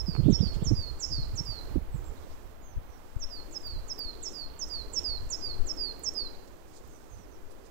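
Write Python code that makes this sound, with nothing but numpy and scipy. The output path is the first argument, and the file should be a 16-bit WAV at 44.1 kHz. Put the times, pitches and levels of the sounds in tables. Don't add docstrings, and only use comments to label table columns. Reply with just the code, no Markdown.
import sys
import numpy as np
from scipy import signal
from scipy.fft import rfft, irfft
from scipy.io import wavfile
from scipy.ndimage import uniform_filter1d, map_coordinates

SR = 44100
rng = np.random.default_rng(int(sys.argv[2]) if len(sys.argv) > 2 else 0)


def output_pcm(signal):
    pcm = np.clip(np.atleast_2d(signal).T, -1, 1) * 32767
    wavfile.write(sys.argv[1], SR, np.round(pcm).astype(np.int16))


def gain_from_db(level_db):
    decades = np.asarray(level_db, float) / 20
    return 10 ** decades


N = 339981

# (time [s], extra scatter from the trees [dB], overtone level [dB])
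HEAD_TURNS = [(0, 1, -48), (.35, 3, -50), (.7, -2, -47), (.85, 1, -49), (1.0, 4, -52), (1.2, 3, -52),
              (1.4, -2, -46), (1.55, 0, -52), (3.25, -3.5, -44), (3.7, -1, -48), (3.95, -4, -58),
              (4.3, -1, -52), (4.6, -2.5, -50), (4.75, -3.5, -33), (5.0, -5, -45), (5.5, -3, -48),
              (5.75, -4.5, -47), (6.06, -7, -41), (6.2, -4.5, -41)]


def in_time(rows):
    s, *columns = np.transpose(rows)
    return [np.interp(np.arange(N) / SR, s, c) for c in columns]


def rms_one(x):
    return x / np.sqrt(np.mean(x ** 2) + 1e-20)


def lowpass(x, hz, order):
    return signal.sosfilt(signal.butter(order, hz, fs=SR, output="sos"), x)


def band(x, low_hz, high_hz, order=2):
    edges = np.clip([low_hz, high_hz], 5, .45 * SR)
    return signal.sosfilt(signal.butter(order, edges, "band", fs=SR, output="sos"), x)


def drift(rate):
    steps = rng.standard_normal(400)
    return map_coordinates(steps, [np.arange(N) / SR * rate + 2], order=3)


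def coloured(spectrum):
    hz, level_db = np.transpose(spectrum)
    bins = np.maximum(np.arange(N // 2 + 1) * SR / N, 40)
    density_db = np.interp(np.log(bins), np.log(hz), level_db) - 100
    shape = gain_from_db(density_db) * np.sqrt(SR / 2)
    return irfft(rfft(rng.standard_normal(N)) * shape, N)


def steady(x, span_s):
    power = uniform_filter1d(x ** 2, size=round(span_s * SR))
    return x / np.sqrt(power + .05 * np.mean(power))


def add(out, piece, at_s):
    start = round(at_s * SR) - len(piece) // 2
    low, high = np.clip([start, start + len(piece)], 0, N)
    out[low:high] += piece[low - start:][:high - low]


def impulses(rows):
    clicks = np.zeros(N)
    for s, peak_db in rows:
        clicks[round(s * SR)] = gain_from_db(peak_db)
    return clicks + 1e-18


def pushes(rows):
    t = np.arange(N) / SR
    return sum(sign * gain_from_db(peak_db) * np.exp(-((t - s) / width) ** 2) for s, peak_db, sign, width in rows)


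def birds():
    # (share of length, pitch ratio, level below the peak [dB])
    high_shape = [(0, 1.504, -15), (.15, 1.32, -9), (.34, 1.17, -9), (.54, 1.045, -2), (.79, 1, 0.5),
                  (.93, 1, 0.5), (1, 1.015, -10)]
    # (time [s], length [s], pitch [Hz], peak level [dB], swell from start to end [dB])
    high_notes = [(-.041, 0.062, 5300, -27.5, -12), (0.299, 0.064, 5430, -32.5, 5),
                  (0.638, 0.067, 5314, -30, 0), (0.996, 0.062, 5260, -30, -1),
                  (1.352, 0.051, 5376, -30.5, 0.5), (3.193, 0.06, 5340, -36, -1),
                  (3.522, 0.058, 5220, -32.5, -0.5), (3.879, 0.05, 5200, -30.5, 0),
                  (4.226, 0.067, 5320, -31.5, -5), (4.589, 0.057, 5190, -30.5, -1.5),
                  (4.932, 0.065, 5326, -24.5, -1), (5.3, .061, 5257, -26, -5.3),
                  (5.665, 0.056, 5290, -28, 1), (6.033, 0.061, 5320, -25, -3)]
    # (share of length, pitch ratio, level below the peak [dB])
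    low_shape = [(0, 1.115, -15), (.07, 1.055, -8), (.15, 1.035, -4), (.3, 1, 0), (.5, .958, -3),
                 (.75, .908, -7), (1, .866, -11)]
    # (time [s], length [s], pitch [Hz], peak level [dB], swell from start to end [dB])
    low_notes = [(0.058, 0.135, 4830, -38, -3), (0.4, 0.132, 4800, -33.5, 1),
                 (0.749, 0.15, 4726, -34, -3.5), (1.099, 0.14, 4697, -35, -2.5),
                 (1.454, 0.15, 4690, -34, -3), (3.298, 0.118, 4830, -37.5, 1.5),
                 (3.627, 0.15, 4670, -39.5, -0.5), (3.977, 0.13, 4715, -31.5, -1),
                 (4.33, 0.14, 4807, -31.5, -2.5), (4.694, 0.13, 4727, -32, 1.5),
                 (5.039, 0.14, 4728, -28, -0.5), (5.407, 0.14, 4787, -30, -0.5),
                 (5.771, 0.15, 4820, -28.5, 1), (6.145, 0.13, 4725, -27.5, -4)]
    # (share of length, pitch ratio, level below the peak [dB])
    hook_shape = [(0, .6, -24), (.1, 1.015, -6), (.55, 1, 0), (.75, .96, -4), (.9, .88, -11), (1, .8, -20)]
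    # (time [s], length [s], pitch [Hz], peak level [dB], swell from start to end [dB])
    hooks = [
        (1.914, 0.07, 7720, -57, 2),
        (2.046, .062, 7430, -56, 0),
    ]
    # (share of length, pitch ratio, level below the peak [dB])
    slide_shape = [(0, 1.095, -7), (.16, 1.045, -2), (.4, 1, 0.5), (.84, .935, -2), (.93, .9, -4),
                   (1, 0.8, -10)]
    # (time [s], length [s], pitch [Hz], peak level [dB], swell from start to end [dB])
    slides = [
        (2.609, 0.13, 6440, -59, 1),
        (2.848, 0.14, 5980, -66, 3),
        (3.07, 0.04, 5600, -73, 3),
        (6.878, .11, 6300, -63, 1),
        (7.091, 0.16, 6200, -60.5, 2),
        (7.313, 0.058, 5850, -66, 1),
    ]
    near = np.zeros(N)
    head_s, _, overtone_db = np.transpose(HEAD_TURNS)
    for shape, notes, release_s, chip_below_db in [(high_shape, high_notes, .002, -32),
                                                   (low_shape, low_notes, .006, -29)]:
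        for row in notes:
            s, peak_db = row[0], row[3]
            facing_db = np.interp(s, head_s, overtone_db)
            chip_db = peak_db + chip_below_db + 0.3 * (facing_db + 59)
            add(near, *whistle(sung(shape, *row), .0024, facing_db, release_s))
            chip = [(s - .006, 6400, chip_db), (s - .003, 7900, chip_db)]
            add(near, *whistle(chip, fade_s=.00027, overtone_db=-60, release_s=.0011))
            if shape is low_shape:
                upswing = [(s - .005, 4300, chip_db - 4), (s, 5300, chip_db + 1)]
                add(near, *whistle(upswing, fade_s=.0008, overtone_db=-60, release_s=.001))
    wavering = np.arange(N) + 3.5 * drift(35)
    near = map_coordinates(near, [wavering], order=3)
    near *= gain_from_db(1.8 * drift(45))
    far = np.zeros(N)
    for shape, notes in [(hook_shape, hooks), (slide_shape, slides)]:
        for row in notes:
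            add(far, *whistle(sung(shape, *row), fade_s=.003, overtone_db=-60))
    return near + far * gain_from_db(3 * drift(50))


def sung(shape, s, length, pitch_hz, peak_db, swell_db):
    share, ratio, level_db = np.transpose(shape)
    swell = swell_db * (2 * share - 1)
    return np.transpose([s + length * share, pitch_hz * ratio, peak_db + level_db + swell])


def whistle(note, fade_s, overtone_db, release_s=0.0038):
    # (time [s], width [s], pitch shift [Hz], level shift [dB])
    slips = [(0.318, 0.02, -170, -2), (.41, 0.011, 289, 3), (.703, 0.0058, 130, -8),
             (.752, 0.0061, -160, 2), (.812, 0.0055, -37, -4), (1.02, 0.017, 159, 1),
             (1.114, 0.0057, -120, 4), (1.137, .014, -46, -1.5), (1.41, 0.0084, 250, 15),
             (3.203, .01, -300, -7.5), (3.541, 0.011, 66, -7.5), (3.705, 0.013, 73, 5.5),
             (3.742, 0.0093, -110, 1.5), (3.889, 0.0096, -170, -5), (3.934, 0.0039, 373, 21),
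             (4.013, 0.012, -130, 0), (4.041, 0.014, 76, 2), (4.243, 0.011, -170, 0),
             (4.342, 0.034, -16, -10), (4.597, 0.0083, -270, 0), (4.618, 0.012, 172, 2.5),
             (4.698, 0.0094, -170, 3), (4.951, 0.006, -150, -3), (5.417, 0.007, -210, -8),
             (5.48, 0.0096, 60, 2.5), (6.055, 0.013, -150, -2), (6.097, 0.0059, 200, 6),
             (6.148, 0.01, -120, -4), (6.168, 0.021, 210, -2.2), (1.103, 0.0044, 250, 4),
             (1.113, 0.0035, 0, -8), (1.126, 0.0056, 227, 3.5), (3.68, 0.011, -87, 1.5),
             (4.09, 0.018, 57, 3), (.52, .01, -40, -8), (.76, .008, 2, -4), (3.765, .012, 0, 4),
             (3.302, .006, 250, 2), (.525, .025, 80, 0), (.88, .025, 90, 0), (3.74, .012, 58, 1),
             (4.058, .008, -58, -1), (5.771, 0.0096, 202, 4), (5.43, 0.013, 60, -1), (5.17, 0.0037, 0, -4),
             (3.556, 0.0049, 0, -3.5), (5.361, 0.0034, 150, 7), (5.72, 0.0049, 100, 1.5),
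             (3.585, 0.0035, 100, -2), (5.85, 0.016, 4, 4)]
    s, hz, level_db = np.transpose(note)
    t = np.arange(s[0] - fade_s, s[-1] + 5 * release_s, 1 / SR)
    at, width, shift_hz, shift_db = np.transpose(slips)
    slipping = np.exp(-((t[:, None] - at) / width) ** 2)
    glide = uniform_filter1d(np.interp(t, s, hz) + slipping @ shift_hz, size=160)
    phase = 2 * np.pi * np.cumsum(glide) / SR
    attack = np.clip((t - t[0]) / (2 * fade_s), 0, 1) ** 2
    release = np.exp(-np.maximum(t - s[-1], 0) / release_s)
    tone = np.sin(phase) + gain_from_db(overtone_db) * np.sin(2 * phase)
    level = np.sqrt(2) * gain_from_db(np.interp(t, s, level_db) + slipping @ shift_db)
    return level * attack * release * tone, t.mean()


def trees(x):
    # (time [s], width [s], lag [s], level [dB])
    trunk_echoes = [
        (1.058, .012, .078, -7),
        (1.125, .035, .011, -2),
        (3.66, .03, .06, -11),
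        (3.7, .03, .09, -14),
        (1.96, .03, .012, -4),
    ]
    wash_t60_s, linger_t60_s, bloom_s = 0.66, 0.55, .012
    wash_db, linger_db, near_echo_db = -3.2, -6, -9
    t = np.arange(SR) / SR
    wash = rng.standard_normal(SR) * gain_from_db(-60 * t / wash_t60_s) * (1 - np.exp(-t / 0.0031))
    highs_left = gain_from_db(-60 * t / 1.5)
    wash = wash * highs_left + band(wash, 300, 4700) * (1 - highs_left)
    wash = wash - 0.62 * band(wash, 4200, 5130, order=1)
    lows = rng.standard_normal(SR) * gain_from_db(linger_db - 60 * t / linger_t60_s) * (1 - np.exp(-t / 0.023))
    wash = wash + band(lows, 4020, 4330)
    early = rng.standard_normal(SR) * (rng.random(SR) < .03) * gain_from_db(-60 * t / .12)
    early = early * (1 - np.exp(-t / bloom_s))
    answer = gain_from_db(wash_db) * wash / np.linalg.norm(wash)
    answer = answer + gain_from_db(near_echo_db) * early / np.linalg.norm(early)
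    answer = answer - .66 * band(answer, 5100, 5550, order=1)
    answer = answer - 0.2 * band(answer, 6800, 8800, order=1)
    scattered = signal.fftconvolve(x * gain_from_db(in_time(HEAD_TURNS)[0]), answer)[:N]
    swaying = np.arange(N) + 2.5 * drift(48)
    out = x + map_coordinates(scattered, [swaying], order=3)
    now = np.arange(N) / SR
    for s, width, lag, echo_db in trunk_echoes:
        moment = x * np.exp(-((now - s) / width) ** 2)
        out += gain_from_db(echo_db) * np.roll(moment, round(lag * SR))
    return out


def chatter():
    # (time [s], length [s], start pitch [Hz], end pitch [Hz], peak level [dB])
    chirps = [(0.265, 0.065, 2940, 3910, -53.5), (0.324, 0.053, 3190, 4030, -49.5),
              (0.402, 0.056, 2980, 3900, -51), (0.47, 0.048, 2900, 3700, -55),
              (.545, 0.053, 2990, 3750, -55.5), (0.612, .035, 2800, 3340, -57),
              (.655, 0.06, 3080, 3670, -57), (4.15, 0.05, 3170, 4000, -61), (4.227, 0.046, 3230, 4100, -60),
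              (4.295, 0.06, 3200, 3950, -61), (2.179, 0.036, 3500, 4440, -61),
              (2.242, .03, 3500, 4200, -63), (.262, .04, 2300, 3000, -58), (.55, .04, 2300, 2900, -59),
              (.335, .03, 3700, 4300, -56), (.635, .04, 3300, 3900, -60)]
    blur_hz = 300
    out, draws = np.zeros(N), rng.standard_normal((len(chirps), 2, 6000))
    for (s, length, start_hz, end_hz, peak_db), noise in zip(chirps, draws):
        size = round(1.7 * length * SR)
        tear = rms_one(lowpass(noise, blur_hz, 2))[:, -size:]
        phase = 2 * np.pi * np.cumsum(np.linspace(start_hz, end_hz, size)) / SR
        chirp = tear[0] * np.sin(phase) + tear[1] * np.cos(phase)
        add(out, gain_from_db(peak_db) * chirp * np.hanning(size), s)
    return out


def rustles():
    # (time [s], length [s], centre
    # [Hz], width [Hz], peak level [dB])
    puffs = [(.83, .008, 6600, 700, -55), (0.334, .02, 2300, 600, -60), (0.554, .03, 2400, 700, -60),
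             (.55, .03, 6000, 4000, -54), (2.32, .05, 5000, 2500, -62), (6.481, .016, 5800, 4000, -59),
             (6.7, .06, 6570, 4000, -65), (6.86, .04, 6000, 3500, -65), (7.18, .06, 6500, 4500, -65),
             (3.235, 0.012, 3300, 2000, -57), (2.27, 0.28, 5500, 4600, -67), (4.549, 0.14, 3240, 1300, -64),
             (4.996, 0.041, 9000, 9000, -61), (5.006, 0.056, 3240, 1530, -59),
             (5.305, 0.011, 9900, 8000, -58), (6.766, 0.055, 6150, 4500, -55),
             (6.955, 0.41, 6960, 4000, -65), (7.518, 0.022, 7660, 8000, -59.5),
             (7.664, 0.024, 6500, 5000, -58.5), (3.28, .04, 3200, 1600, -63),
             (4.688, .006, 7200, 1800, -48), (6.139, .006, 6900, 3400, -49), (1.454, .006, 7400, 1600, -53),
             (1.377, .008, 7400, 1400, -53), (1.005, .006, 5200, 2600, -53), (.992, .008, 7000, 2400, -56),
             (1.262, .006, 6800, 3400, -59), (4.327, .006, 7900, 3000, -52), (3.62, .008, 7400, 1400, -54),
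             (3.515, .008, 7000, 1800, -55), (.151, .005, 6000, 5000, -56), (5.293, .008, 6800, 2200, -52),
             (2.045, .006, 5500, 4000, -62), (5.345, .006, 3600, 2400, -56)]
    out, draws = np.zeros(N), rng.standard_normal((len(puffs), 2, 30000))
    for (s, length, hz, width_hz, peak_db), (noise, grain) in zip(puffs, draws):
        size = min(round(2 * length * SR), 30000)
        grainy = noise * gain_from_db(4.4 * grain)
        puff = rms_one(band(grainy, hz - width_hz / 2, hz + width_hz / 2, order=3))
        add(out, gain_from_db(peak_db) * puff[-size:] * np.hanning(size), s)
    return out


def taps():
    # (time [s], peak level [dB])
    pole_clicks = [
        (.151, -22.5),
        (0.164, -24),
    ]
    clicks = impulses(pole_clicks)
    return 14 * band(clicks, 620, 1300) + 7 * band(clicks, 2260, 2550)


def buffets():
    # (time [s], peak level [dB], centre [Hz], width [s])
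    eddies = [(0.091, -18, 152, 0.017), (0.153, -24, 154, 0.0066), (0.197, -12.5, 137, 0.023),
              (0.242, -17.5, 132, 0.0097), (0.266, -7.5, 143, 0.015), (0.287, -7.5, 291, 0.011),
              (0.301, -8.5, 170, 0.02), (0.328, -11.5, 139, 0.011), (0.411, -10, 120, 0.013),
              (0.435, -17.5, 200, 0.013), (0.468, -22.5, 101, 0.0093), (0.566, -23.5, 135.5, 0.0097),
              (0.625, -16, 128, 0.0094), (0.667, -21.5, 151, 0.013), (0.715, -16.5, 270, 0.011),
              (0.728, -11, 104.7, 0.022), (0.797, -26, 102, 0.019), (1.119, -32.5, 132, 0.029),
              (1.193, -24.5, 119.5, 0.02), (1.346, -27, 93, 0.017), (1.409, -24.5, 135, 0.0093),
              (1.499, -29, 87, 0.022), (1.714, -29, 106, 0.016), (1.761, -15.5, 234, 0.0067),
              (1.777, -16.5, 105.4, 0.011), (1.954, -25, 140, 0.011), (2.783, -32, 101, 0.013),
              (3.767, -52, 91, 0.022), (5.246, -37, 116, 0.041), (5.57, -39, 141, 0.0093),
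              (6.9, -48, 149, .03), (7.2, -44.5, 167, 0.034), (2.1, -41, 100, 0.021)]
    out, draws = np.zeros(N), rng.standard_normal((len(eddies), 9000))
    for (s, peak_db, hz, width), noise in zip(eddies, draws):
        size = round(2.2 * width * SR)
        cycles = steady(band(noise, 0.752 * hz, 1.218 * hz), 1 / hz)
        edge = rms_one(band(noise, 1.95 * hz, 2.336 * hz, order=3))
        shake = (cycles + gain_from_db(-17.0) * edge)[-size:] * np.hanning(size)
        add(out, gain_from_db(peak_db) * shake / np.abs(shake).max(), s)
    return lowpass(out, 620, 4)


def shoves():
    # (time [s], peak level [dB], sign, width [s])
    swings = [
        (1.743, -26, -1, .004),
        (1.751, -21, 1, .004),
        (1.947, -19, -1, .002),
        (2.093, -30, -1, .004),
        (2.101, -27, 1, .004),
        (1.825, -29, -1, .005),
        (1.769, -24, -1, .002),
        (1.72, -30, -1, .003),
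    ]
    return pushes(swings)


def covered_port():
    # (time [s], peak level [dB], sign, width [s])
    presses = [
        (2.768, -21, -0.92, 0.0029),
        (2.779, -18.5, 0.78, 0.0051),
        (3.167, -14.5, 0.7, 0.0029),
        (5.592, -21.5, 0.62, 0.0028),
        (.69, -38, 1, .0015),
        (.74, -41, -1, 0.0019),
        (1.241, -33, 1, .002),
        (5.1, -40, 1, .0018),
        (5.62, -39, -0.8, 0.0013),
    ]
    # (time [s], peak level [dB])
    ticks = [
        (3.656, -46),
        (3.670, -31),
        (3.991, -22),
        (5.995, -31.5),
        (6.877, -40),
    ]
    port_hz, ring_t60_s = 14800, 0.0015
    clicks = impulses(ticks)
    r, w = gain_from_db(-60 / (ring_t60_s * SR)), 2 * np.pi * port_hz / SR
    ring = signal.lfilter([1, -.5], [1, -2 * r * np.cos(w), r * r], clicks)
    step = signal.lfilter([.35], [1, -.985], clicks)
    return pushes(presses) + 0.94 * ring + step


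def gusting():
    # (time [s], left rms level [dB], right rms level [dB])
    slow_wind = [(0, -34.5, -33.5), (.2, -45, -24), (.7, -31.5, -28.5), (.98, -41.5, -40.5),
                 (1.2, -29.5, -31.5), (1.54, -46, -39.5), (1.8, -37, -34.5), (2.1, -40.5, -39),
                 (2.5, -43, -49), (3.0, -49.5, -51.5), (3.5, -38, -51), (4.2, -43.5, -51),
                 (4.8, -40.5, -42.5), (5.3, -35, -44.5), (5.9, -38.5, -48), (6.4, -48.5, -50),
                 (7.0, -51, -54), (7.71, -60, -52)]
    # (time [s], width [s], left rise [dB], right rise [dB])
    gusts = [
        (2.75, 0.089, 4, 10),
        (3.21, 0.091, 13, 5),
        (3.779, 0.068, 3.5, 21.5),
        (4.06, 0.017, 13.5, 12),
        (5.18, 0.13, 1.5, 9),
        (5.6, 0.098, 12.5, 8),
        (6.02, 0.098, -6, 4.5),
        (6.3, 0.12, 11, -4),
        (7.14, 0.045, 3, 7),
        (7.5, 0.3, 13.5, 1.5),
    ]
    level_db, t = np.array(in_time(slow_wind)), np.arange(N) / SR
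    for s, width, left_db, right_db in gusts:
        level_db = level_db + np.outer([left_db, right_db], np.exp(-((t - s) / width) ** 2))
    return level_db


def wind(level_db, low_hz, top_hz, knee_hz):
    rumble = band(rng.standard_normal(N + SR), low_hz, top_hz, order=1)
    rumble = lowpass(rumble, knee_hz, 2)[SR:]
    lumps = gain_from_db(2.5 * drift(18))
    return gain_from_db(level_db) * rms_one(steady(rumble, 0.16) * lumps)


def forest(gain):
    # (frequency [Hz], level per Hz [dB])
    murmur_spectrum = [(60, 3), (150, 17.5), (330, 18), (600, 18), (1200, 13), (2200, 4.5), (3500, 0.5),
                       (6500, -0.5), (8200, -3), (9000, -8.5), (12500, -8), (15000, -8.5), (15790, -8),
                       (15830, -61)]
    # (time [s], width [s], share lost)
    lulls = [
        (1.86, 0.15, 0.52),
        (2.72, 0.23, 0.68),
        (4.52, 0.085, 0.45),
    ]
    murmur, t = coloured(murmur_spectrum), np.arange(N) / SR
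    lost = sum(share * np.exp(-((t - s) / width) ** 2) for s, width, share in lulls)
    haze = band(murmur, 3800, 13400, order=1)
    return gain ** 1.06 * (murmur - lost * haze)


def road(road_db):
    hum = rms_one(band(rng.standard_normal(N), 245, 488))
    return gain_from_db(road_db - 0.5) * hum * gain_from_db(2.0 * drift(6))


def scene():
    # (time [s], gain heard as hiss level [dB], far road hum level [dB])
    floor = [(0, -69.5, -52.5), (.29, -69.5, -41.5), (.57, -68.5, -49.5), (1.14, -69.5, -53.5),
             (1.43, -68, -57), (1.71, -67, -52), (2.28, -70, -51.5), (2.57, -71.5, -59), (2.86, -71, -59),
             (3.14, -72, -56.5), (3.43, -69.5, -53), (4.3, -70, -52.5), (4.85, -69, -52),
             (5.71, -68.5, -45.5), (6.28, -70, -49.5), (6.57, -72.5, -52.5), (6.85, -73, -54.5),
             (7.71, -73, -54)]
    # (frequency [Hz], level per Hz [dB])
    hiss_spectrum = [(60, 17.5), (150, 9.5), (330, 1.5), (600, -2), (1200, -5.5), (2200, -8.5), (3500, -10),
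                     (4500, -19), (5500, -27), (6800, -15), (8000, -12.5), (12500, -7.5), (14800, -3),
                     (15790, -3), (15830, -60)]
    duck_s, duck_db, recover_s = 1.77, -3, .15
    left_db, right_db = gusting()
    hiss_db, road_db = in_time(floor)
    since = np.arange(N) / SR - duck_s
    duck = duck_db * (since > 0) * np.exp(-np.abs(since) / recover_s)
    gain = gain_from_db(hiss_db + 71.5 + duck)
    left = gain * coloured(hiss_spectrum) + wind(left_db, 4.9, 11.2, 41.6) + covered_port()
    right = trees(birds()) + chatter() + rustles() + taps()
    right += buffets() + shoves() + wind(right_db, 26.0, 72.0, 80)
    right += forest(gain) * gain_from_db(0.12 * drift(2.08)) + road(road_db)
    return np.array([left, right])


def low_pass(x):
    return signal.sosfilt(signal.butter(12, 16840, fs=SR, output="sos"), x)


def record(dry):
    cut = signal.sosfilt(signal.cheby2(10, 60, 17000, fs=SR, output="sos"), dry)
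    return low_pass(cut)


dry = scene()
out = record(dry)
output_pcm(out)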